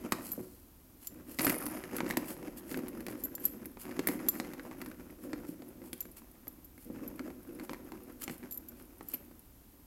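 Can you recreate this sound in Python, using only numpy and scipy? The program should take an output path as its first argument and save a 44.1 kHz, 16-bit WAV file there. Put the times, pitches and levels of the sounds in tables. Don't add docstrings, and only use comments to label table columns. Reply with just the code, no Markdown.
import sys
import numpy as np
from scipy import signal
from scipy.fft import rfft, irfft, next_fast_len
from scipy.io import wavfile
from scipy.ndimage import map_coordinates

SR = 44100
rng = np.random.default_rng(int(sys.argv[2]) if len(sys.argv) > 2 else 0)


def wrap_up_sound(samples):
    columns = np.atleast_2d(samples).T
    tamed = np.clip(columns, -1, 1)
    steps = np.round(tamed * 32767).astype(np.int16)
    wavfile.write(sys.argv[1], SR, steps)


N = 434826
TIME = np.arange(N) / SR
HIT_TIME = np.arange(SR // 4) / SR


def amp(db):
    return 10 ** (np.asarray(db) / 20)


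def unit(x):
    return x / np.sqrt(np.mean(x ** 2) + 1e-20)


def burst(x):
    return x / np.sqrt(np.mean(x[:SR // 40] ** 2) + 1e-20)


def along(points, hz):
    f, values = np.transpose(points)
    return np.interp(np.log(hz + 1), np.log(f), values)


def wobble(rate):
    points = rng.standard_normal(int(N * rate / SR) + 4)
    return map_coordinates(points, [TIME * rate])


def filtered(x, response):
    m = 2 * next_fast_len(len(x) // 2 + SR // 8)
    hz = np.fft.rfftfreq(m, 1 / SR)
    return irfft(rfft(x, m) * response(hz), m)[:len(x)]


def coloured(x, points):
    def response(hz):
        cepstrum = irfft(np.log(amp(along(points, hz))))
        cepstrum[1:len(hz) - 1] *= 2
        cepstrum[len(hz):] = 0
        return np.exp(rfft(cepstrum))
    return filtered(x, response)


def resonance(f, centre, width):
    return 1j * f * width / (centre ** 2 - f * f + 1j * f * width)


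def bumps(rate, spread_db):
    size = amp(spread_db * np.clip(rng.standard_normal(N), -2, 2)) * rng.choice([-1, 1], N)
    return unit(size * (rng.random(N) < rate / SR))


def contact(t60, scatter):
    push = scatter * rng.standard_normal(len(HIT_TIME)) * amp(-60 * HIT_TIME / t60)
    push[0] += 1
    return push


def add(track, s, sound):
    part = track[max(round(s * SR), 0):][:len(sound)]
    part += sound[:len(part)]


# (f/Hz, level/dB)
AIR_COLOUR = [(18, -22), (30, 1), (65, 0.5), (100, -4), (150, -10.5), (280, -3.5), (450, -17),
              (1000, -21.5), (2000, -28), (4000, -30.5), (8500, -29), (11000, -25.5), (13000, -18),
              (14500, -26.5)]


def background(air_db, hum_db):
    air = unit(coloured(rng.standard_normal(N), AIR_COLOUR))
    hum = unit(np.sin(2 * np.pi * 60 * TIME))
    return amp(air_db) * air + amp(hum_db) * hum


# (f/Hz, t60/s)
ROOM_DECAY = [(200, 0.74), (2000, 0.43), (12000, 0.31)]


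def room(x):
    hz, t, z = signal.stft(rng.standard_normal(SR // 2), SR, nperseg=256)
    fade = amp(-60 * t / along(ROOM_DECAY, hz)[:, None])
    tail = signal.istft(z * fade, SR, nperseg=256)[1]
    tail = np.pad(tail / np.linalg.norm(tail), (SR // 200, 0))
    return signal.fftconvolve(x, tail)[:N]


# (middle t/s, level/dB before the overall trim, half length/s)
PAW_STROKES = [(0.27, -49.5, 0.034), (0.382, -60.5, 0.15), (1.05, -55, 0.025), (1.316, -52, 0.024),
               (1.427, -42.5, 0.028), (1.5, -43, 0.027), (1.973, -49, 0.016), (2.105, -46.5, 0.013),
               (2.302, -45, 0.025), (2.584, -50, 0.0096), (2.716, -51, 0.027), (3.11, -51, 0.01),
               (3.204, -58, 0.013), (3.455, -50, 0.024), (3.532, -65, 0.03), (3.819, -49.5, 0.016),
               (4.124, -50.5, 0.021), (4.368, -55, 0.04), (5.24, -57.5, 0.018), (5.494, -58, 0.022),
               (5.867, -57.5, 0.02), (6.181, -50.5, 0.0096), (6.826, -59, 0.021), (7.647, -54, 0.0094),
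               (8.229, -44.5, 0.013), (8.325, -51.5, 0.019), (8.8, -62, 0.02), (9.12, -56, 0.031)]
# (f/Hz, level/dB)
BRUSH_COLOUR = [(2000, -36), (4000, -3), (6000, -10), (7600, -7.5), (9000, -7), (10500, -4.5), (12300, -1),
                (14000, -9), (16000, -11.5)]
# (f/Hz, level/dB)
RASP_COLOUR = [(300, -27), (900, -10.5), (2000, -13), (4000, -5.5), (7000, -22.5), (14000, -33)]
RASP_DB_PER_HALVING, STROKE_S = 1.5, 0.03


def paws(level_db, rasp_db):
    hiss, rasp = np.zeros(N), np.zeros(N)
    for s, db, half in PAW_STROKES:
        swell = amp(db + level_db) * np.exp(-.5 * ((TIME - s) / half) ** 2)
        halvings = np.clip(np.log2(STROKE_S / half), -1, 1)
        hiss += swell
        rasp += swell * amp(rasp_db + RASP_DB_PER_HALVING * halvings)
    flutter = unit(amp(2.9 * wobble(260)))
    fibres = bumps(rate=7000, spread_db=-4)
    hiss *= unit(coloured(fibres, BRUSH_COLOUR))
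    rasp *= unit(coloured(fibres, RASP_COLOUR))
    return flutter * (hiss + rasp)


# (f/Hz, level/dB)
SKID_COLOUR = [(2000, -27), (5000, -6), (8000, -15), (9500, 9.5), (11200, 10), (12600, 9.5), (14000, 0),
               (16000, -13)]


def claws(level_db):
    pricks = signal.fftconvolve(bumps(rate=6, spread_db=3), contact(t60=.02, scatter=.18))[:N]
    return amp(level_db) * unit(coloured(pricks, SKID_COLOUR))


def ring(modes):
    detune = .0015 * rng.standard_normal(len(modes))
    out = np.zeros(len(HIT_TIME))
    for d, (hz, db, t60) in zip(detune, modes):
        fade = amp(db + 2 * rng.standard_normal() - 60 * HIT_TIME / t60)
        out += fade * np.sin(2 * np.pi * hz * (1 + d) * HIT_TIME)
    return out


# (t/s before a small lag, ring level/dB and clash level/dB before trims,
# free ringing/s until the tags damp each other)
TAG_CLINKS = [(0.3178, -19.5, -37, 0.0094), (0.3314, -25, -62, 0.0097), (1.071, -24, -30, 0.006),
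              (1.4494, -12.5, -49, 0.0068), (3.237, -19, -34, 0.0089), (3.2499, -20.5, -44, 0.006),
              (3.3515, -24, -33, 0.0071), (3.3987, -34, -59, 0.023), (3.4396, -27, -50.5, 0.013),
              (3.4529, -9.5, -29.5, 0.0065), (4.2858, -9.5, -21.5, 0.012), (6.0058, -21, -33.5, 0.0075),
              (6.0263, -50, -44, 0.0076), (6.4797, -22.5, -45, 0.0019), (6.6453, -37, -53, 0.014),
              (7.0775, -27, -49, 0.0053), (8.2377, -32, -30.5, 0.005), (8.5101, -29.5, -39, 0.009),
              (8.523, -26, -38, 0.015), (8.5436, -30, -45, 0.026), (8.5749, -23, -45, 0.004),
              (8.6858, -31, -43.5, 0.0075), (9.0859, -25, -45, 0.0034), (9.1375, -18.5, -47, 0.013)]
# (f/Hz, level/dB before random changes, t60/s while free)
TAG_HIGH_TONES = [(10900, -18.5, 0.18), (12000, -10.5, 0.13), (12260, 1, 0.082), (12300, -33, 0.031)]
# (f/Hz, level/dB before random changes, t60/s while free)
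TAG_LOW_TONES = [(7240, -12, 0.2), (7570, -19.5, 0.1)]
# (f/Hz, level/dB)
TAG_TICK_COLOUR = [(1000, -65), (2700, -2.5), (5000, 1.5), (8000, 2.5), (11000, 7.5), (13000, 2),
                   (16000, 8)]


def tags(high_db, low_db, tick_db, choke_t60, lag):
    out = np.zeros(N)
    for s, ring_level, clash_level, free in TAG_CLINKS:
        choke = amp(-60 * np.maximum(HIT_TIME - free, 0) / choke_t60)
        high = choke * ring(TAG_HIGH_TONES)
        low = choke * ring(TAG_LOW_TONES)
        tick = coloured(contact(t60=0.024, scatter=0.14), TAG_TICK_COLOUR)
        clash = amp(low_db) * burst(low) + amp(tick_db) * burst(tick)
        clink = amp(ring_level + high_db) * high / np.abs(high).max()
        add(out, s + lag, clink + amp(clash_level) * clash)
    return out


# (f/Hz, width/Hz, level/dB)
TRAY_MODES = [(123.4, 13, -12), (172, 9.8, -6), (219.5, 37, -8), (250.2, 26, -1.5), (290.6, 27.7, -1.5),
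              (319, 25, -4.5), (355.3, 20.7, -5.5), (369, 13, -6), (481.2, 28, -12), (545.7, 39, -13.5),
              (703, 27, -29.5)]


def tray(x, scatter_db):
    count = len(TRAY_MODES)
    gains = amp(scatter_db * rng.standard_normal(count)) * rng.choice([-1, 1], count)

    def response(f):
        return sum(g * amp(db) * resonance(f, hz, width)
                   for g, (hz, width, db) in zip(gains, TRAY_MODES))
    return filtered(x, response)


# (t/s, level/dB before the overall trim)
TRAY_THUMPS = [(0.045, -32), (0.378, -30.5), (0.404, -35.5), (1.117, -43), (2.032, -27), (2.174, -25.5),
               (3.108, -35), (3.992, -24), (4.091, -27.5), (5.235, -41.5), (5.335, -29.5), (5.49, -31),
               (5.816, -39), (6.055, -44.5), (6.901, -34), (7.203, -31.5), (8.301, -33.5), (9.205, -46)]


def thumps(level_db, push_t60, dull_hz):
    out = np.zeros(N)
    for s, db in TRAY_THUMPS:
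        push = contact(push_t60, scatter=0.06)
        push = filtered(push, lambda f: 1 / (1 + 1j * f / dull_hz) ** 3)
        add(out, s, amp(db + level_db) * burst(tray(push, scatter_db=4)))
    return out


SPEED_UP_S = 0.035
CHECK_DB_PER_S = 112


def coasting(start, end, fade):
    age = np.maximum(TIME - start, 0)
    slowing_db = -fade * age - CHECK_DB_PER_S * np.maximum(TIME - end, 0)
    return np.minimum(age / SPEED_UP_S, 1) * amp(slowing_db)


# (start t/s, end t/s, tray rumble level/dB, chatter level/dB; levels before fades and trims)
BALL_PUSHES = [(-0.05, 0.06, -44, -52.5), (0.104, 0.4, -47.5, -57), (1.08, 1.366, -53.5, -67),
               (1.384, 1.95, -42, -47), (1.894, 2.674, -42.5, -52.5), (2.687, 3.62, -43, -56),
               (3.823, 5.06, -42.5, -50), (5.168, 5.885, -47.5, -61.5), (5.903, 6.573, -60.5, -70),
               (6.852, 7.557, -45.5, -58), (7.52, 8.25, -49, -60), (8.235, 9.297, -53, -63)]
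RUMBLE_FADE_DB_PER_S, CHATTER_FADE_DB_PER_S = 6.5, 8


def motion():
    rumbles = [amp(db) * coasting(start, end, RUMBLE_FADE_DB_PER_S) for start, end, db, _ in BALL_PUSHES]
    chatters = [amp(db) * coasting(start, end, CHATTER_FADE_DB_PER_S) for start, end, _, db in BALL_PUSHES]
    return np.max(rumbles, axis=0), np.max(chatters, axis=0)


def clack(spot_hz, spot_db, width_hz, t60, scatter):
    push = contact(t60, scatter)[:SR // 20]
    hz = np.fft.rfftfreq(len(push), 1 / SR)
    spot = 1 + amp(spot_db) * resonance(hz, spot_hz, width_hz)
    ringing = irfft(rfft(push) * spot, len(push))
    return ringing / np.abs(ringing).max()


def rattles(median_rate, spread_db, centre_hz):
    out = np.zeros(N)
    draws = rng.standard_normal((1100, 3))
    times = np.cumsum(np.exp(.7 * draws[:, 0])) / median_rate
    for s, (_, size, pitch) in zip(times[times < TIME[-1]], draws):
        spot_hz = centre_hz * np.exp(0.55 * np.clip(pitch, -2, 1.4))
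        hop = clack(spot_hz, spot_db=5, width_hz=260, t60=.025, scatter=.13)
        add(out, s, amp(spread_db * np.clip(size, -2, 1.5)) * hop)
    return unit(out)


# (f/Hz, level/dB)
CHATTER_COLOUR = [(250, -17), (600, 8), (900, 2.5), (1400, 1.5), (2000, -1.5), (2600, -4), (3400, -13),
                  (4200, -18), (5100, -8.5), (5900, -13), (6700, -10), (8500, -17), (12000, -4),
                  (16000, -52)]


def rolling(rumble, chatter, rumble_db, chatter_db, grit_db):
    unevenness = wobble(32)
    drum = np.zeros(N)
    for hz, width, db in TRAY_MODES:
        drum += filtered(bumps(rate=900, spread_db=2),
                         lambda f: amp(db) * resonance(f, hz, width) * resonance(f, hz, 5 * width))
    hops = rattles(median_rate=85, spread_db=2.5, centre_hz=1454)
    grit = amp(grit_db) * bumps(rate=2500, spread_db=0)
    shell = unit(coloured(hops + grit, CHATTER_COLOUR))
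    rumble_gain = rumble * amp(rumble_db + 3.25 * unevenness)
    chatter_gain = chatter * amp(chatter_db + 3.2 * unevenness)
    return rumble_gain * unit(drum) + chatter_gain * shell


# (start t/s, end t/s, level/dB before the fade and overall trim, fade/dB per s)
BALL_SKITTERS = [(1.404, 1.645, -35, 38), (1.654, 1.92, -40.5, 108)]


def skitter(level_db, median_rate, spread_db):
    out = np.zeros(N)
    for start, end, db, fade in BALL_SKITTERS:
        draws = rng.standard_normal((80, 2))
        times = start + np.cumsum(np.exp(0.83 * draws[:, 0])) / median_rate
        hops = np.zeros(N)
        for s, size in zip(times[times < end], np.clip(draws[:, 1], -2, 1)):
            add(hops, s, amp(spread_db * size) * contact(t60=0.027, scatter=0.14))
        hops = coloured(hops, SKID_COLOUR)
        hops /= np.std(hops[(TIME > start) & (TIME < end)])
        out += amp(db + level_db - fade * np.maximum(TIME - start, 0)) * hops
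    return out


JOSTLES_PER_S, JOSTLE_DB, JOSTLE_TICK_DB = 7, 15, -18


def jostles(chatter, spread_db, centre_hz):
    draws = rng.uniform(-1, 1, (90, 3))
    times = np.cumsum(1 + draws[:, 0]) / JOSTLES_PER_S
    chatter_level = 20 * np.log10(np.interp(times, TIME, chatter) + 1e-9)
    levels = chatter_level + JOSTLE_DB + spread_db * draws[:, 1]
    pitches = centre_hz * 2 ** (0.73 * draws[:, 2])
    rows = np.column_stack([times, levels, levels + JOSTLE_TICK_DB, pitches])
    return rows[times < TIME[-1]]


# (f/Hz, level/dB)
CLACK_COLOUR = [(100, 0), (400, -10.5), (750, 1.5), (1400, 1), (2200, 7), (3300, -2), (4600, 5.5),
                (5600, 0.5), (8000, 7), (16000, -17)]
# (f/Hz, level/dB)
TICK_COLOUR = [(1000, -80), (4000, -14), (7000, -2), (9000, 2), (11500, 9), (13000, 8), (16000, 9)]
BOOM_GROWTH = 0.67
BOOM_DB_PER_OCTAVE, RIM_HZ = -0.5, 793
TICK_HZ = 11300
DULLING, FIRM_TICK_DB = 0.3, -36


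def knocks(blows, clack_db, boom_db, tick_db, soft_hz, tick_delay, lag):
    out = np.zeros(N)
    for s, clack_level, tick_level, spot_hz in blows:
        hollow = clack(spot_hz, spot_db=8.5, width_hz=410, t60=0.028, scatter=0.12)
        hollow = coloured(hollow, CLACK_COLOUR)
        edge_hz = soft_hz * amp(DULLING * (tick_level - FIRM_TICK_DB))
        hollow = filtered(hollow, lambda f: 1 / (1 + 1j * f / edge_hz) ** 2)

        boom_level = BOOM_GROWTH * clack_level + BOOM_DB_PER_OCTAVE * np.log2(spot_hz / RIM_HZ)
        boom = tray(contact(t60=0.014, scatter=0.05), scatter_db=2.5)

        tick = coloured(contact(t60=0.031, scatter=0.12), TICK_COLOUR)
        tick_hz = TICK_HZ + 700 * rng.uniform(-1.1, 1)
        tick = filtered(tick, lambda f: 1 + 3.5 * resonance(f, tick_hz, 2200))

        add(out, s + lag, amp(clack_level + clack_db) * hollow / np.abs(hollow).max())
        add(out, s + lag, amp(boom_level + boom_db) * burst(boom))
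        add(out, s + lag + tick_delay, amp(tick_level + tick_db) * burst(tick))
    return out


# (t/s before a small lag, clack level/dB and hard tick level/dB before trims, struck spot f/Hz)
BALL_KNOCKS = [(0.121, -10.5, -26.5, 1130), (0.127, -26, -43, 875), (1.387, -22.5, -30, 1880),
               (1.393, -15, -34, 886), (1.407, -19, -37, 781), (1.446, -17, -25, 795),
               (1.467, -12, -39, 1530), (1.477, -21, -44, 1610), (1.4955, -16, -22, 2310),
               (1.501, -22.5, -54, 2130), (1.542, -27, -56, 2020), (1.664, -24.5, -30, 940),
               (1.965, -27, -28, 1390), (1.984, -26, -58, 1260), (2.004, -20.5, -58, 845),
               (2.063, -29.5, -50, 1290), (2.101, -22, -54, 1140), (2.108, -20, -35.5, 1730),
               (2.17, -14.5, -25, 770), (2.427, -37, -57, 711), (2.713, -28.5, -40, 724),
               (2.743, -24.5, -55, 1700), (2.772, -30, -38, 703), (2.789, -33.5, -47, 1130),
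               (2.882, -36, -35, 721), (3.005, -35.5, -43, 1390), (3.065, -27.5, -37, 1550),
               (3.083, -25.5, -46, 1020), (3.656, -36, -34, 1580), (3.77, -37.5, -74, 880),
               (3.853, -39, -51, 796), (3.992, -20.5, -40, 870), (4.071, -17.5, -17.5, 1900),
               (4.086, -17.5, -29, 910), (4.285, -29.5, -45, 786), (4.399, -19, -40, 730),
               (4.534, -33.5, -44.5, 845), (4.595, -32.5, -66, 1610), (4.711, -35.5, -73, 1000),
               (4.815, -26.5, -40, 1560), (4.86, -33, -43, 977), (4.914, -37, -54, 1500),
               (5.331, -25, -52, 1280), (5.62, -37, -56.5, 726), (5.817, -46.5, -62, 1420),
               (5.93, -26.5, -32.5, 3300), (6.053, -40.5, -49, 1720), (6.47, -38, -53, 1070),
               (6.778, -45, -51, 2190), (7.193, -29, -56, 1420), (7.302, -37.5, -58, 840),
               (7.597, -32, -50.5, 953), (7.694, -28, -52, 1060), (7.732, -29, -44, 840),
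               (7.919, -33.5, -49, 791), (8.278, -26, -45, 754), (8.296, -27.5, -47, 1860),
               (9.008, -33.5, -71, 900), (9.135, -36, -42, 2620), (9.142, -32.5, -39, 3000)]


def scene():
    rumble, chatter = motion()
    toy = rolling(rumble, chatter, rumble_db=-1.0, chatter_db=-1.0, grit_db=-0.5)
    toy += skitter(level_db=-3.5, median_rate=140, spread_db=0.5)
    blows = [*BALL_KNOCKS, *jostles(chatter, spread_db=9, centre_hz=1310)]
    toy += knocks(blows, clack_db=-1.5, boom_db=-27, tick_db=-13.5, soft_hz=6240, tick_delay=.0005, lag=.001)
    toy += thumps(level_db=-9.5, push_t60=0.0054, dull_hz=1110)
    cat = paws(level_db=2, rasp_db=-7.5) + claws(level_db=-72)
    collar = tags(high_db=-6.0, low_db=-20, tick_db=-14.0, choke_t60=0.026, lag=0.00041)
    echo = room(amp(-12.0) * (toy + cat) + amp(-15.5) * collar)
    mix = toy + cat + collar + echo + background(air_db=-58, hum_db=-75.0)
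    return mix[None]


TOP_HZ = 15900


def record(dry):
    return np.array([filtered(channel, lambda hz: hz < TOP_HZ) for channel in dry])


dry = scene()
out = record(dry)
wrap_up_sound(out)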